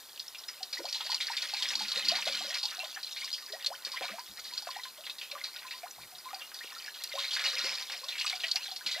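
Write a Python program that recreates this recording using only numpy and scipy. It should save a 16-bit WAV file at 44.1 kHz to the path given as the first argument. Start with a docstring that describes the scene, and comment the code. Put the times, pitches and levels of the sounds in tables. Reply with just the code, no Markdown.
"""Water streams off the lip of a wooden sluice into a plastic tub.
Stream: random droplet impacts through pitched resonances. Splats, plops, drips: shaped noise and ticks, ringing.
Bubbles: swelling sines, mostly gliding up. The tub rings with the splash, echoes it and drums under pushes.
Low gusts and steady hiss lie underneath; two close microphone ports hear it all a moment apart."""
import sys
import numpy as np
from scipy import signal
from scipy.fft import rfft, irfft
from scipy.io import wavfile

SR = 44100
rng = np.random.default_rng(int(sys.argv[2]) if len(sys.argv) > 2 else 0)


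def output_pcm(signal):
    """Save a mono or channel-first signal as 16-bit PCM at the path in sys.argv[1].

    Samples are clipped to [-1, 1] before scaling.
    """
    pcm = np.clip(np.atleast_2d(signal).T, -1, 1) * 32767
    wavfile.write(sys.argv[1], SR, np.round(pcm).astype(np.int16))


N = 396900

# Table levels are relative settings; each source adds its own gain.
# Falling stream: (time [s], bright spray level [dB], duller body relative to spray [dB])
STREAM_CURVE = [(0, -54.5, -11), (.68, -50, -11.5), (.93, -46, -10), (1.08, -40.5, -15.5), (2.0, -38, -8),
                (2.5, -35.5, -10.5), (2.68, -42.5, -14), (3.08, -42.5, -16.5), (3.24, -38, -31),
                (3.42, -50.5, -10), (3.8, -52.5, -5), (4.04, -42.5, -4.5), (4.2, -52, -6),
                (4.38, -49.5, -10), (4.62, -45.5, -10), (4.85, -45, -20), (4.97, -61, 1), (5.7, -50, -7.5),
                (5.93, -60, -3.5), (6.45, -50.5, -6), (7.05, -45.5, -8), (7.22, -37, -19),
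                (7.57, -34.5, -6), (7.9, -42.5, -15.5), (8.25, -39, -12.5), (8.55, -39.5, -13.5),
                (8.78, -48.5, -13.5), (9, -38.5, -5)]
# Colour of the drops: (frequency [Hz], relative gain [dB])
SPRAY_COLOUR = [(240, -55), (400, -59), (555, -20), (704, -29), (781, -16), (907, -22.5), (1370, -14.5),
                (1480, -20.5), (1880, -8.5), (2690, -7.5), (4320, 1), (7500, -19), (14000, -36)]
# Air and wall of the tub ringing with the splash: (frequency [Hz], width [Hz], gain [dB])
HOLLOW_MODES = [(560, 8.3, -4), (739, 97, -12.5), (1015, 20, -7.5), (1460, 39, -7.5), (1690, 17, -14),
                (1866, 38, -8), (2370, 39, -8.5)]
# Air and electronics: (frequency [Hz], relative level [dB])
HISS_COLOUR = [(20, -7), (150, -3.5), (400, 5.5), (1000, 10), (3000, 1.5), (4300, 13), (7000, 6),
               (12000, 5.5), (16000, 8)]
# Single bubbles, low and high: (peak time [s], start pitch [Hz], rise [octaves/s], length [s], level [dB])
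SINGLE_BUBBLES = [(0.35, 2700, 1.5, 0.022, -43), (0.608, 764, -1, 0.04, -49), (0.775, 1927, 5, 0.016, -36),
                  (0.793, 951, 0, 0.011, -43), (0.795, 357, -3.5, 0.022, -44), (0.806, 515, -2, 0.007, -36),
                  (0.815, 314, 19, 0.063, -52), (0.847, 560, 50, 0.029, -38),
                  (0.871, 574, 0.5, 0.022, -49.5), (0.955, 837, 9.5, 0.026, -48),
                  (1.007, 845, 10, 0.029, -45), (1.007, 1295, 0, 0.022, -43),
                  (1.055, 583, 16.5, 0.062, -53.5), (1.099, 890, 16, 0.009, -33),
                  (1.128, 850, 8.5, 0.019, -38.5), (1.302, 877, 6, 0.018, -33.5),
                  (1.538, 787, 12, 0.011, -34), (1.61, 993, 3.5, 0.018, -49), (1.752, 882, 3, 0.016, -45.5),
                  (1.872, 1430, -0.8, 0.026, -56), (1.809, 852, 1.5, 0.023, -39),
                  (1.97, 450, 17.5, 0.031, -44), (2.12, 626, 11, 0.022, -33),
                  (2.152, 706, 10, 0.027, -43.5), (2.188, 966, -3.5, 0.016, -40),
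                  (2.272, 537, 30.5, 0.013, -28), (2.296, 531, 11, 0.011, -36.5),
                  (2.41, 678, 15, 0.04, -46), (2.449, 562, 6, 0.0072, -37.5), (2.475, 517, 9.5, 0.092, -50),
                  (2.639, 792, 8, 0.04, -45), (2.783, 713, 3, 0.067, -49.5), (2.803, 2670, 2, 0.032, -36),
                  (2.831, 966, 15, 0.031, -48), (2.835, 657, -4, 0.019, -42.5),
                  (2.861, 720, 18, 0.0045, -36.5), (2.966, 1800, 1, 0.0049, -34),
                  (2.972, 713, 13, 0.029, -51.5), (3.22, 2100, 7, 0.021, -36.5),
                  (3.24, 1070, 4.5, 0.016, -47), (3.425, 1244, -6, 0.039, -52.5),
                  (3.505, 402, 3, 0.058, -53.5), (3.535, 582, 12, 0.033, -41),
                  (3.541, 1907, 0.5, 0.017, -44), (3.651, 3160, 8, 0.0075, -35),
                  (3.685, 560, 1.5, 0.021, -51), (3.707, 554, 40, 0.12, -39.5),
                  (3.874, 450, 20, 0.0036, -33), (3.942, 1028, 4, 0.019, -41),
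                  (3.964, 2900, 23, 0.011, -36), (3.972, 1930, 13.5, 0.021, -32.5),
                  (4.014, 519, 1, 0.0056, -28.5), (4.026, 3020, 22, 0.017, -37), (4.02, 755, 4, 0.01, -36),
                  (4.038, 656, 15, 0.011, -35), (4.045, 887, 11, 0.023, -45), (4.09, 1180, 5.5, 0.025, -42),
                  (4.102, 484, 22, 0.023, -49), (4.136, 643, 3.5, 0.029, -42.5),
                  (4.186, 898, 6.5, 0.02, -38.5), (4.525, 955, 2.5, 0.034, -51),
                  (4.628, 750, 25, 0.0074, -42.5), (4.674, 628, 20, 0.01, -36),
                  (4.692, 1073, -1, 0.0098, -35.5), (4.758, 1790, 15, 0.023, -43),
                  (4.766, 758, 14.5, 0.018, -38.5), (4.792, 950, 8, 0.0075, -37.5),
                  (4.8, 2020, -2, 0.013, -40), (4.856, 1046, -0.5, 0.024, -46.5),
                  (4.986, 593, 5, 0.031, -49.5), (5.069, 2460, 23, 0.011, -46),
                  (5.099, 2610, -1, 0.015, -40.5), (5.331, 561, 3.5, 0.042, -48),
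                  (5.355, 1172, -1, 0.022, -37.5), (5.378, 1225, 92, 0.037, -44.5),
                  (5.56, 1450, 4, 0.012, -48), (5.65, 1037, -0.5, 0.022, -46.5),
                  (5.682, 2500, 8, 0.014, -43), (5.726, 2550, 10, 0.023, -41), (5.74, 1010, 1, 0.023, -51),
                  (5.836, 662, 9.5, 0.021, -38.5), (5.862, 780, 71, 0.026, -42.5),
                  (5.985, 660, 62.5, 0.056, -49), (6.127, 740, -0.5, 0.04, -55),
                  (6.259, 1005, 3, 0.047, -44), (6.311, 1195, 5, 0.012, -39.5),
                  (6.335, 794, -1.5, 0.0094, -32.5), (6.361, 753, 0.5, 0.024, -50),
                  (6.417, 2765, 0.9, 0.043, -41.5), (6.61, 1710, 16, 0.025, -41.5),
                  (6.648, 377, 49, 0.0034, -38.5), (6.727, 1077, 10, 0.009, -44),
                  (6.72, 1745, 1.5, 0.068, -55), (6.766, 1320, 4, 0.014, -41),
                  (6.883, 1633, 10, 0.012, -35.5), (7.122, 2170, -8.5, 0.014, -36),
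                  (7.141, 553, 0.8, 0.026, -42), (7.146, 541, 29, 0.062, -43), (7.18, 1044, 5, 0.015, -34),
                  (7.333, 904, 14, 0.013, -51), (7.46, 2910, 0, 0.014, -27.5),
                  (7.536, 497, 2.5, 0.072, -52), (7.643, 330, 22, 0.015, -42), (7.65, 499, 6, 0.034, -44.5),
                  (7.945, 743, -4, 0.023, -57), (8.02, 491, 6.5, 0.1, -56.5),
                  (8.035, 1046, 3, 0.021, -44.5), (8.25, 1200, 3, 0.01, -31), (8.332, 750, -0.8, 0.04, -46),
                  (8.332, 2190, 6, 0.011, -29.5), (8.436, 2450, -9, 0.035, -41),
                  (8.44, 676, -1, 0.033, -48), (8.44, 1897, 2.5, 0.029, -36.5),
                  (8.548, 694, 8.5, 0.087, -51.5), (8.562, 2620, 3.5, 0.051, -42),
                  (8.61, 2440, 11, 0.06, -44), (8.662, 1594, 2, 0.015, -46), (8.687, 760, 7, 0.016, -50),
                  (8.719, 758, -0.5, 0.036, -49.5), (8.813, 1540, 9, 0.012, -41),
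                  (8.865, 3030, -16, 0.017, -34), (8.951, 1970, 2.5, 0.024, -37),
                  (8.965, 571, 15, 0.085, -48.5)]
# Single splats: (time [s], level [dB], pitch [Hz], t60 [s], duller body [dB], crisp top [dB]),
# body and top relative to level
SPLAT_EVENTS = [(0.176, -35.5, 3020, 0.037, -30, -29), (0.196, -25.5, 4380, 0.093, -41, -29),
                (0.28, -29.5, 5330, 0.027, -28, -22), (0.348, -30.5, 2790, 0.075, -24, -24),
                (0.384, -34, 5300, 0.067, -25, -21), (0.437, -35, 3820, 0.063, -26, -22),
                (0.483, -27.5, 5100, 0.11, -9, -29), (0.629, -22, 4500, 0.064, -19, -21),
                (0.728, -23.5, 4760, 0.21, -12.5, -28), (0.7802, -31, 5000, 0.079, -23, -23),
                (0.831, -36, 5040, 0.12, -25, -22), (0.8532, -28.5, 4430, 0.12, -20, -26),
                (0.886, -30.5, 4630, 0.29, -28, -21), (0.9263, -22, 4600, 0.072, -33, -33),
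                (0.943, -26.5, 4100, 0.35, -15, -33), (1.006, -26, 3360, 0.1, -10, -33),
                (1.0632, -28, 4220, 0.09, -12, -29), (1.102, -24.5, 4500, 0.13, -26, -34),
                (1.1163, -23, 4120, 0.11, -7, -31), (1.145, -19.5, 4640, 0.04, -18, -30),
                (1.209, -21, 3830, 0.21, -21, -26), (1.317, -28, 4340, 0.16, -7, -29),
                (1.3675, -22, 4230, 0.18, -25, -28), (1.4195, -23.5, 4300, 0.17, -7, -30),
                (1.488, -29, 4400, 0.27, -34, -27), (1.566, -27.5, 4250, 1, -18, -30),
                (1.624, -20, 3560, 0.086, -16, -36), (1.686, -20, 5230, 0.053, -29, -29),
                (1.7534, -18, 4420, 0.058, -29, -31), (1.792, -29, 4340, 0.51, -11, -24),
                (1.8827, -26, 4230, 0.14, -18, -29), (1.9175, -18, 3970, 0.025, -13, -32),
                (1.972, -23.5, 4000, 0.18, -26, -26), (2.0485, -22.5, 4230, 0.18, -24, -26),
                (2.084, -12.5, 4550, 0.085, -25, -17), (2.1171, -23, 4300, 0.072, -10, -31),
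                (2.153, -21.5, 4070, 0.2, -5, -33), (2.2224, -26, 2570, 0.099, -9, -26),
                (2.254, -24.5, 4000, 0.23, -22, -29), (2.2737, -21, 3300, 0.13, -6, -34),
                (2.3231, -29.5, 4250, 0.4, -11, -25), (2.5426, -21, 4370, 0.13, -29, -34),
                (2.581, -29, 4730, 0.2, -30, -28), (2.63, -20, 4380, 0.14, -41, -35),
                (2.654, -19, 4240, 0.04, -31, -35), (3.0305, -25, 4330, 0.054, -32, -31),
                (3.0674, -31, 4080, 0.063, -22, -24), (3.1707, -33, 4270, 0.33, -18, -26),
                (3.3288, -24, 4880, 0.25, -35, -15), (3.4624, -33.5, 4700, 0.045, -25, -23),
                (3.522, -27.5, 4200, 0.15, -37, -26), (3.6456, -22, 3860, 0.02, -9, -35),
                (3.6621, -14.5, 4260, 0.065, -22, -35), (3.849, -25.5, 4450, 0.18, -40, -25),
                (3.917, -28.5, 4520, 0.23, -13, -10), (3.972, -29.5, 3050, 0.033, 1, -30),
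                (4.0257, -33, 4320, 0.45, -11, -28), (4.0793, -34, 2570, 0.16, -3, -27),
                (4.395, -36, 4660, 0.17, -24, -25), (4.443, -34, 4100, 0.55, -38, -22),
                (4.576, -22.5, 4250, 0.097, -17, -24), (4.7073, -30.5, 4430, 0.12, -11, -25),
                (4.835, -32, 3900, 0.21, -26, -25), (5.0653, -30.5, 3730, 0.098, -0.5, -28),
                (5.0973, -27, 3760, 0.1, -30, -30), (5.184, -32, 3900, 0.15, -17, -25),
                (5.213, -31, 3000, 0.25, -9, -28), (5.3133, -26.5, 4100, 0.067, -10, -28),
                (5.439, -24.5, 4140, 0.2, -13, -34), (5.563, -29, 3670, 0.034, -26, -27),
                (5.591, -34, 4040, 0.067, -27, -26), (5.7088, -31.5, 4100, 0.31, -10, -27),
                (5.909, -32.5, 5800, 0.027, -14, -24), (6.1508, -37, 3900, 0.12, -17, -21),
                (6.3445, -28.5, 4700, 0.045, -21, -25), (6.4172, -30, 3030, 0.035, -29, -29),
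                (6.543, -34, 4900, 0.21, -39, -1), (6.782, -30, 4540, 0.044, -24, -29),
                (6.86, -36, 4970, 0.082, -21, -26), (6.942, -35, 3630, 0.29, -16, -18),
                (7.038, -22.5, 4280, 0.064, -16, 4.5), (7.185, -25, 3740, 0.45, -8, -13),
                (7.307, -27, 3170, 0.28, -29, -29), (7.3318, -22.5, 4370, 0.23, -14, -31),
                (7.393, -28, 3600, 0.11, 3, -30), (7.439, -25, 4960, 0.11, -1, -30),
                (7.4623, -20, 4100, 0.25, -11, -38), (7.582, -23.5, 5000, 0.18, -6.5, -28),
                (7.6385, -25, 4580, 0.76, -5.5, -28), (7.7516, -24.5, 4220, 0.028, -33, -23),
                (7.896, -30.5, 3800, 0.1, 0, -24), (7.919, -28.5, 4550, 0.15, -4, -26),
                (8.0394, -29.5, 4470, 0.067, -24, -28), (8.0842, -26, 3700, 0.23, -11, -33),
                (8.178, -29.5, 2490, 0.29, -20, -18), (8.194, -26, 4270, 0.095, -26, -28),
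                (8.2109, -21.5, 2560, 0.066, -29, -33), (8.2632, -21.5, 4440, 0.13, -31, -28),
                (8.297, -23, 3960, 0.062, -6, -35), (8.3537, -28, 4800, 0.083, -24, -20),
                (8.404, -33.5, 3760, 0.15, -24, -25), (8.436, -21, 3020, 0.05, -22, -35),
                (8.482, -25, 4150, 0.092, -19, -28), (8.514, -15.5, 4320, 0.04, -38, -32),
                (8.5577, -15.5, 4450, 0.067, -9.5, -10), (8.67, -31.5, 3920, 0.04, -21, -23),
                (8.714, -28.5, 4200, 0.13, -17, -26), (8.7613, -26, 4440, 0.094, -31, -27),
                (8.863, -19, 4140, 0.17, -14.5, -24), (8.914, -22, 3900, 0.21, -23, -31)]
# Duller plops in deeper water: (time [s], level [dB], pitch [Hz], t60 [s])
PLOP_EVENTS = [(0.9443, -38, 2660, 0.1), (1.063, -27.5, 1780, 0.049), (1.1233, -28, 2870, 0.092),
               (1.203, -29, 2200, 0.18), (1.281, -27.5, 1990, 0.08), (1.3315, -28.5, 1910, 0.12),
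               (1.3738, -29, 2370, 0.13), (1.45, -27.5, 2010, 0.052), (1.495, -32, 2140, 0.09),
               (1.544, -29, 2320, 0.091), (1.5673, -33, 2290, 0.14), (1.6537, -32, 2130, 0.12),
               (1.8455, -29.5, 2370, 0.089), (2.097, -22.5, 2970, 0.12), (2.142, -32, 1910, 0.08),
               (2.389, -28.5, 3020, 0.15), (2.713, -35.5, 1460, 0.24), (2.9684, -30, 1580, 0.11),
               (3.1627, -32.5, 2270, 0.14), (3.276, -31, 2080, 0.07), (3.3408, -38, 2970, 0.12),
               (3.38, -37, 1920, 0.11), (3.6237, -40, 2780, 0.1), (4.116, -35, 1920, 0.066),
               (4.1853, -35, 1510, 0.072), (4.669, -32, 1390, 0.075), (4.8504, -32.5, 1640, 0.063),
               (5.3143, -33.5, 2440, 0.073), (5.5398, -46, 2140, 0.1), (5.621, -41, 1410, 0.18),
               (5.7084, -34, 1960, 0.13), (5.8325, -38.5, 2110, 0.078), (6.515, -39, 1520, 0.073),
               (7.242, -26, 2150, 0.11), (7.3637, -25.5, 1690, 0.24), (7.5712, -26.5, 2520, 0.1),
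               (7.643, -36, 2750, 0.1), (7.6884, -35, 2480, 0.1), (7.7722, -34, 2400, 0.2),
               (7.936, -28, 2250, 0.052), (8.123, -30, 2480, 0.13), (8.1538, -30, 2170, 0.11),
               (8.264, -27, 2630, 0.14), (8.8877, -28, 2460, 0.1)]
# Light drips ticking on the surface: (time [s], level [dB], pitch [Hz])
DRIP_EVENTS = [(1.5374, -22.5, 4370), (2.798, -32.5, 2620), (2.8419, -28.5, 3650), (3.1138, -47, 3680),
               (3.2444, -24.5, 4800), (3.4251, -35, 4300), (3.7289, -36, 4940), (4.1934, -31.5, 4650),
               (4.4774, -33, 3990), (4.5361, -28, 4230), (4.6224, -29, 4690), (4.8823, -35, 4180),
               (4.9761, -38, 3310), (5.0085, -38, 3820), (5.0374, -36, 2820), (5.0529, -32, 3900),
               (5.3842, -39, 2000), (5.7798, -34, 4350), (6.0162, -37, 3860), (6.1833, -35, 4800),
               (6.2442, -43, 3750), (6.4772, -42, 4090), (6.5166, -44, 2790), (6.5879, -32.5, 4220),
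               (6.6338, -33, 2700), (6.6538, -38, 3440), (6.7506, -36, 3960), (7.3484, -24, 4500),
               (8.4435, -21.5, 2550)]
# Tub wall modes: (frequency [Hz], width of first pass [Hz], relative gain [dB])
TUB_MODES = [(209, 31, -4.5), (300, 55, -9.5)]
# Stream or scoop pushing on the tub wall: (start [s], length [s], level [dB])
WALL_PUSHES = [(1.65, 0.14, -59), (1.755, 0.13, -53), (1.95, 0.17, -53.5), (2.065, 0.15, -56.5),
               (2.25, 0.21, -54.5), (3.87, 0.02, -62), (4.004, 0.012, -40.5), (4.045, 0.015, -60),
               (4.094, 0.023, -48), (4.293, 0.034, -59), (4.45, 0.11, -64.5), (7.55, 0.19, -62.5),
               (8.845, 0.011, -50)]
# Low gusts on the microphone: (start [s], length [s], level [dB])
GUST_EVENTS = [(4.284, 0.034, -67), (4.38, 0.05, -76), (5.97, 0.086, -67), (6.13, 0.045, -73)]

FULL_FLOW_DB, DROPS_FOLLOW = -38, .5   # drop rate follows this share of the spray's dB from full flow
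HISS_RMS_DB = -51.5
BUBBLE_SWELL_S, TAIL_SHARE = .004, .05   # swell from bubble start to peak time; lingering tail
GLIDE_LOSS_DB_PER_OCTAVE = 5.5
CHANCE_BUBBLE_CYCLES = 24   # times .58 to 1.58 by chance
SPLAT_SWELL_S = .0051   # slope of the fizz build-up, which starts at half
RING_SPREAD_OCTAVES, RING_WIDTH_HZ = .3, 220   # chance rings either side of a splat's pitch
PLOP_ATTACK_S, PLOP_WIDTH_HZ = .00068, 510
DRIP_T60_S, DRIP_WIDTH_HZ = .09, 560
PUSH_ATTACK_S, PUSH_T60_S = .0018, .065
GUST_ATTACK_S, GUST_T60_S = .012, .12
ECHO_LAGS_S, ECHO_LOOP, ECHO_DB = [.0013, .0023, .0037, .0059], .55, -14
PORT_LAG_S, STOPBAND_HZ = 2.1e-5, 15900


def from_db(db):
    """Gain of a level in dB."""
    return 10 ** (np.asarray(db) / 20)


def rms_one(x):
    """Scale to rms 1."""
    return x / np.sqrt(np.mean(x ** 2) + 1e-20)


def in_time(rows):
    """Curve columns at every sample."""
    s, *columns = np.transpose(rows)
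    return [np.interp(np.arange(N) / SR, s, c) for c in columns]


def at_hz(points, hz):
    """Spectrum interpolated on a log-frequency axis."""
    points = np.array(points)
    return np.interp(np.log(hz), np.log(points[:, 0]), points[:, 1])


def drift(rate_hz):
    """Slow chance of rms 1: noise at SR / 40 through a double one-pole low-pass."""
    r = np.exp(-80 * np.pi * rate_hz / SR)
    noise = rng.standard_normal(N // 40 + 2002)
    slow = signal.lfilter([1], [1, -2 * r, r * r], noise)[2000:]   # skip the filter's start-up
    return np.interp(np.arange(N) / 40, np.arange(len(slow)), rms_one(slow))


def resonate(x, hz, width_hz):
    """Two-pole resonance with gain 1 on top."""
    r = np.exp(-np.pi * width_hz / SR)
    zeros = (1 - r * r) / 2 * np.array([1, 0, -1])
    poles = [1, -2 * r * np.cos(2 * np.pi * hz / SR), r * r]
    return signal.lfilter(zeros, poles, x + 1e-18)


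def band_pass(x, low_hz, high_hz):
    """Second-order Butterworth band."""
    return signal.sosfilt(signal.butter(2, [low_hz, high_hz], "band", fs=SR, output="sos"), x)


def swells(rows, attack_s, t60_s):
    """Sum of envelopes that rise, hold and die away."""
    t, total = np.arange(N) / SR, np.zeros(N)
    for s, length_s, db in rows:
        rise = np.clip((t - s) / attack_s, 0, 1)
        total += rise * from_db(db - 60 * np.clip((t - s - length_s) / t60_s, 0, 4))
    return total


def hollow(x):
    """Tub modes ring along with whatever splashes in it."""
    return sum(from_db(db) * resonate(x, hz, width_hz) for hz, width_hz, db in HOLLOW_MODES)


def droplets(bright, dull, per_s, spread_db, cycles, patchy_db):
    """Random impacts ring some cycles each at their own pitch; each pitch comes in its own clumps."""
    sizes = from_db(spread_db * np.minimum(rng.exponential(1, N), 2.7)) * rng.choice([-1, 1], N)
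    hits = rms_one(sizes * (rng.random(N) < per_s / SR) / np.sqrt(per_s))
    pitches_hz, dealt = np.geomspace(450, 13000, 36), rng.integers(0, 36, N)
    out = hollow(hits * dull)
    for k, hz in enumerate(pitches_hz):
        share = np.clip(np.log2(hz / 2200) / .5, 0, 1)   # bright drive above the crossover, dull below
        strength = share * bright + (1 - share) * dull
        drive = hits * (dealt == k) * strength * from_db(patchy_db * drift(16.8))
        plips = resonate(resonate(drive, hz, 2 * hz / cycles), hz, .88 * hz)
        out += from_db(at_hz(SPRAY_COLOUR, hz) + 23) * plips
    return out


def stream():
    """Patter of dense droplets; the stream breaks up, so its strength flutters."""
    spray_db, body_db = in_time(STREAM_CURVE)
    flutter_db = 2.4 * drift(15) + .6 * drift(50)
    bright = from_db(spray_db + flutter_db)
    dull = from_db(spray_db + body_db + 10 + 1.9 * flutter_db + 2 * drift(25))
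    per_s = 5000 * from_db(DROPS_FOLLOW * (spray_db - FULL_FLOW_DB))
    return droplets(bright, dull, per_s, spread_db=3.2, cycles=44, patchy_db=4.2)


def hiss():
    """Steady noise of air and electronics, coloured in the spectrum."""
    colour = from_db(at_hz(HISS_COLOUR, np.maximum(np.fft.rfftfreq(N, 1 / SR), 1)))
    return from_db(HISS_RMS_DB) * rms_one(irfft(rfft(rng.standard_normal(N)) * colour, N))


def chirp(s, hz, rise, length_s, db):
    """Bubble near the surface: start sample and a sine that swells fast, glides, wobbles and dies."""
    t = np.arange(int(4.3 * length_s * SR)) / SR
    octaves = rise * t * (.8 + .4 * t / length_s)   # the glide speeds up
    phase = 2 * np.pi * np.cumsum(hz * 2 ** octaves) / SR
    # the surface above it is not still
    wobble = 1 + .39 * np.sin(.125 * phase + hz) + .099 * np.sin(.047 * phase + s * SR)
    fade = np.exp(-1.4 * (t / length_s) ** 2) + TAIL_SHARE * np.cos(np.pi / 2 * t / t[-1])
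    shape = np.minimum(t / BUBBLE_SWELL_S, 1) * fade
    gain = from_db(db - GLIDE_LOSS_DB_PER_OCTAVE * np.abs(octaves))
    at = max(round((s - BUBBLE_SWELL_S) * SR), 0)
    return at, (gain * shape * wobble * np.sin(phase))[:N - at]


def bubbles():
    """Single bubbles, low and high, and many chance ones following the stream; each cavity knocks as it shuts."""
    out, knocks = np.zeros((2, N))
    spray_db, body_db = in_time(STREAM_CURVE)
    rows = list(SINGLE_BUBBLES)
    for s, size, rise, life, faint in rng.random((2200, 5)) * [N / SR, 1, 1, 1, 1]:
        hz = 1000 * 2 ** (2.4 * size)
        at = int(s * SR)
        level_db = spray_db[at] + (hz < 2600) * body_db[at] - .4 - 14 * faint
        rows.append((s, hz, 22.6 * rise ** 2, CHANCE_BUBBLE_CYCLES * (.58 + life) / hz, level_db))
    for s, hz, rise, length_s, db in rows:
        at, tone = chirp(s, hz, rise, length_s, db)
        out[at:at + len(tone)] += tone
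        knocks[at] += from_db(db + 19)   # the cavity snaps shut as the bubble is born
    knocks = resonate(resonate(knocks, 930, 2600), 700, 4500)
    return out + knocks + from_db(11.5) * hollow(out + knocks)


def splats():
    """Quick contacts and fizz ring at the splat's pitch, with a crisp tick and a dying crowd of droplets."""
    bright, dull, contacts, ticks = np.zeros((4, N))
    chance, fizz = rng.random((len(SPLAT_EVENTS), 10)), rng.standard_normal(N)
    for (s, db, hz, t60_s, body_db, top_db), luck in zip(SPLAT_EVENTS, chance):
        at, t = round(s * SR), np.arange(int(t60_s * SR)) / SR
        tail = np.minimum(.5 + t / SPLAT_SWELL_S, 1) * from_db(db - 11 - 60 * t / t60_s)
        tail = tail[:N - at]
        now = slice(at, at + len(tail))
        bright[now] += tail
        dull[now] += tail * from_db(body_db + 16)
        ticks[now] += tail * from_db(top_db + 8.5 - 3200 * t[:len(tail)])
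        # four contacts, tending to weaken
        delays_s = np.cumsum(.0043 * luck[:4]) - .004 * luck[0]
        taps = np.zeros(len(t))
        taps[(delays_s * SR).astype(int)] = from_db(db + 27 - 450 * delays_s - 4.3 * luck[4:8])
        noise = tail * fizz[now]
        drive = taps[:len(tail)] + from_db(9.5) * noise
        ring_hz = hz * 2 ** (RING_SPREAD_OCTAVES * (2 * luck[8:] - 1))
        rings = sum(resonate(noise, f, RING_WIDTH_HZ) for f in ring_hz)
        contacts[now] += resonate(resonate(drive, hz, 455) + from_db(12.5) * rings, hz, 1930)
    crisp = band_pass(ticks * fizz, 6000, 12500)
    crowd = droplets(bright, dull, per_s=8000., spread_db=2.5, cycles=28.4, patchy_db=-2.0)
    return contacts + crisp + crowd


def plops():
    """Drops in deeper water: bursts of fizz ring in a small cavity, dying fast."""
    out, fizz = np.zeros(N), rng.standard_normal(N)
    for s, db, hz, t60_s in PLOP_EVENTS:
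        at, t = round(s * SR), np.arange(int(t60_s * SR)) / SR
        envelope = np.minimum(t / PLOP_ATTACK_S, 1) * from_db(db + 8 - 60 * t / t60_s)
        burst = fizz[at:at + len(t)] * envelope
        out[at:at + len(t)] += resonate(resonate(burst, hz, PLOP_WIDTH_HZ), hz, 2100)
    return out + from_db(-13) * hollow(out)


def drips():
    """One sharp tick and a short fizz at the drip's pitch."""
    out, fizz = np.zeros(N), rng.standard_normal(N)
    t = np.arange(int(DRIP_T60_S * SR)) / SR
    for s, db, hz in DRIP_EVENTS:
        at = round(s * SR)
        burst = fizz[at:at + len(t)] * from_db(db + 6 - 60 * t / DRIP_T60_S)
        tick = (t == 0) * from_db(db + 8)
        out[at:at + len(t)] += resonate(resonate(burst, hz, DRIP_WIDTH_HZ) + tick, hz, 3400)
    return out


def tub():
    """Uneven pushes drum on the plastic wall: noise through its modes."""
    push = rng.standard_normal(N) * swells(WALL_PUSHES, PUSH_ATTACK_S, PUSH_T60_S)
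    out = np.zeros(N)
    for hz, width_hz, db in TUB_MODES:
        out += from_db(db + 23) * resonate(resonate(push, hz, width_hz), hz, 2 * width_hz)
    return out


def rumble():
    """Gusts on the microphone: swells of low band noise."""
    low = rms_one(band_pass(rng.standard_normal(N), 45, 190))
    return low * swells(GUST_EVENTS, GUST_ATTACK_S, GUST_T60_S)


def tub_echo(x):
    """Sound rattling between the close tub walls: a chain of allpass delays."""
    turn, smear = -2j * np.pi * np.fft.rfftfreq(N, 1 / SR), rfft(x)
    for lag_s in ECHO_LAGS_S:
        late = np.exp(turn * lag_s)
        smear = smear * (late - ECHO_LOOP) / (1 - ECHO_LOOP * late)
    return from_db(ECHO_DB) * irfft(smear * np.exp(turn * ECHO_LAGS_S[0]), N)


def scene():
    """Sound reaches the right port slightly before the left; the lag is applied below about 7.4 kHz."""
    splash = stream() + splats() + plops() + drips() + bubbles()
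    heard = splash + tub_echo(splash) + tub() + rumble() + hiss()
    hz = np.fft.rfftfreq(N, 1 / SR)
    lag_s = PORT_LAG_S / (1 + (hz / 7400) ** 30)
    sides = np.array([[1], [-1]])   # left half a lag late, right half a lag early
    return irfft(rfft(heard) * np.exp(-1j * np.pi * hz * lag_s * sides), N)


def record(dry):
    """Steep low-pass, 70 dB down from the stopband edge."""
    return signal.sosfilt(signal.cheby2(16, 70, STOPBAND_HZ, fs=SR, output="sos"), dry)


dry = scene()
out = record(dry)
output_pcm(out)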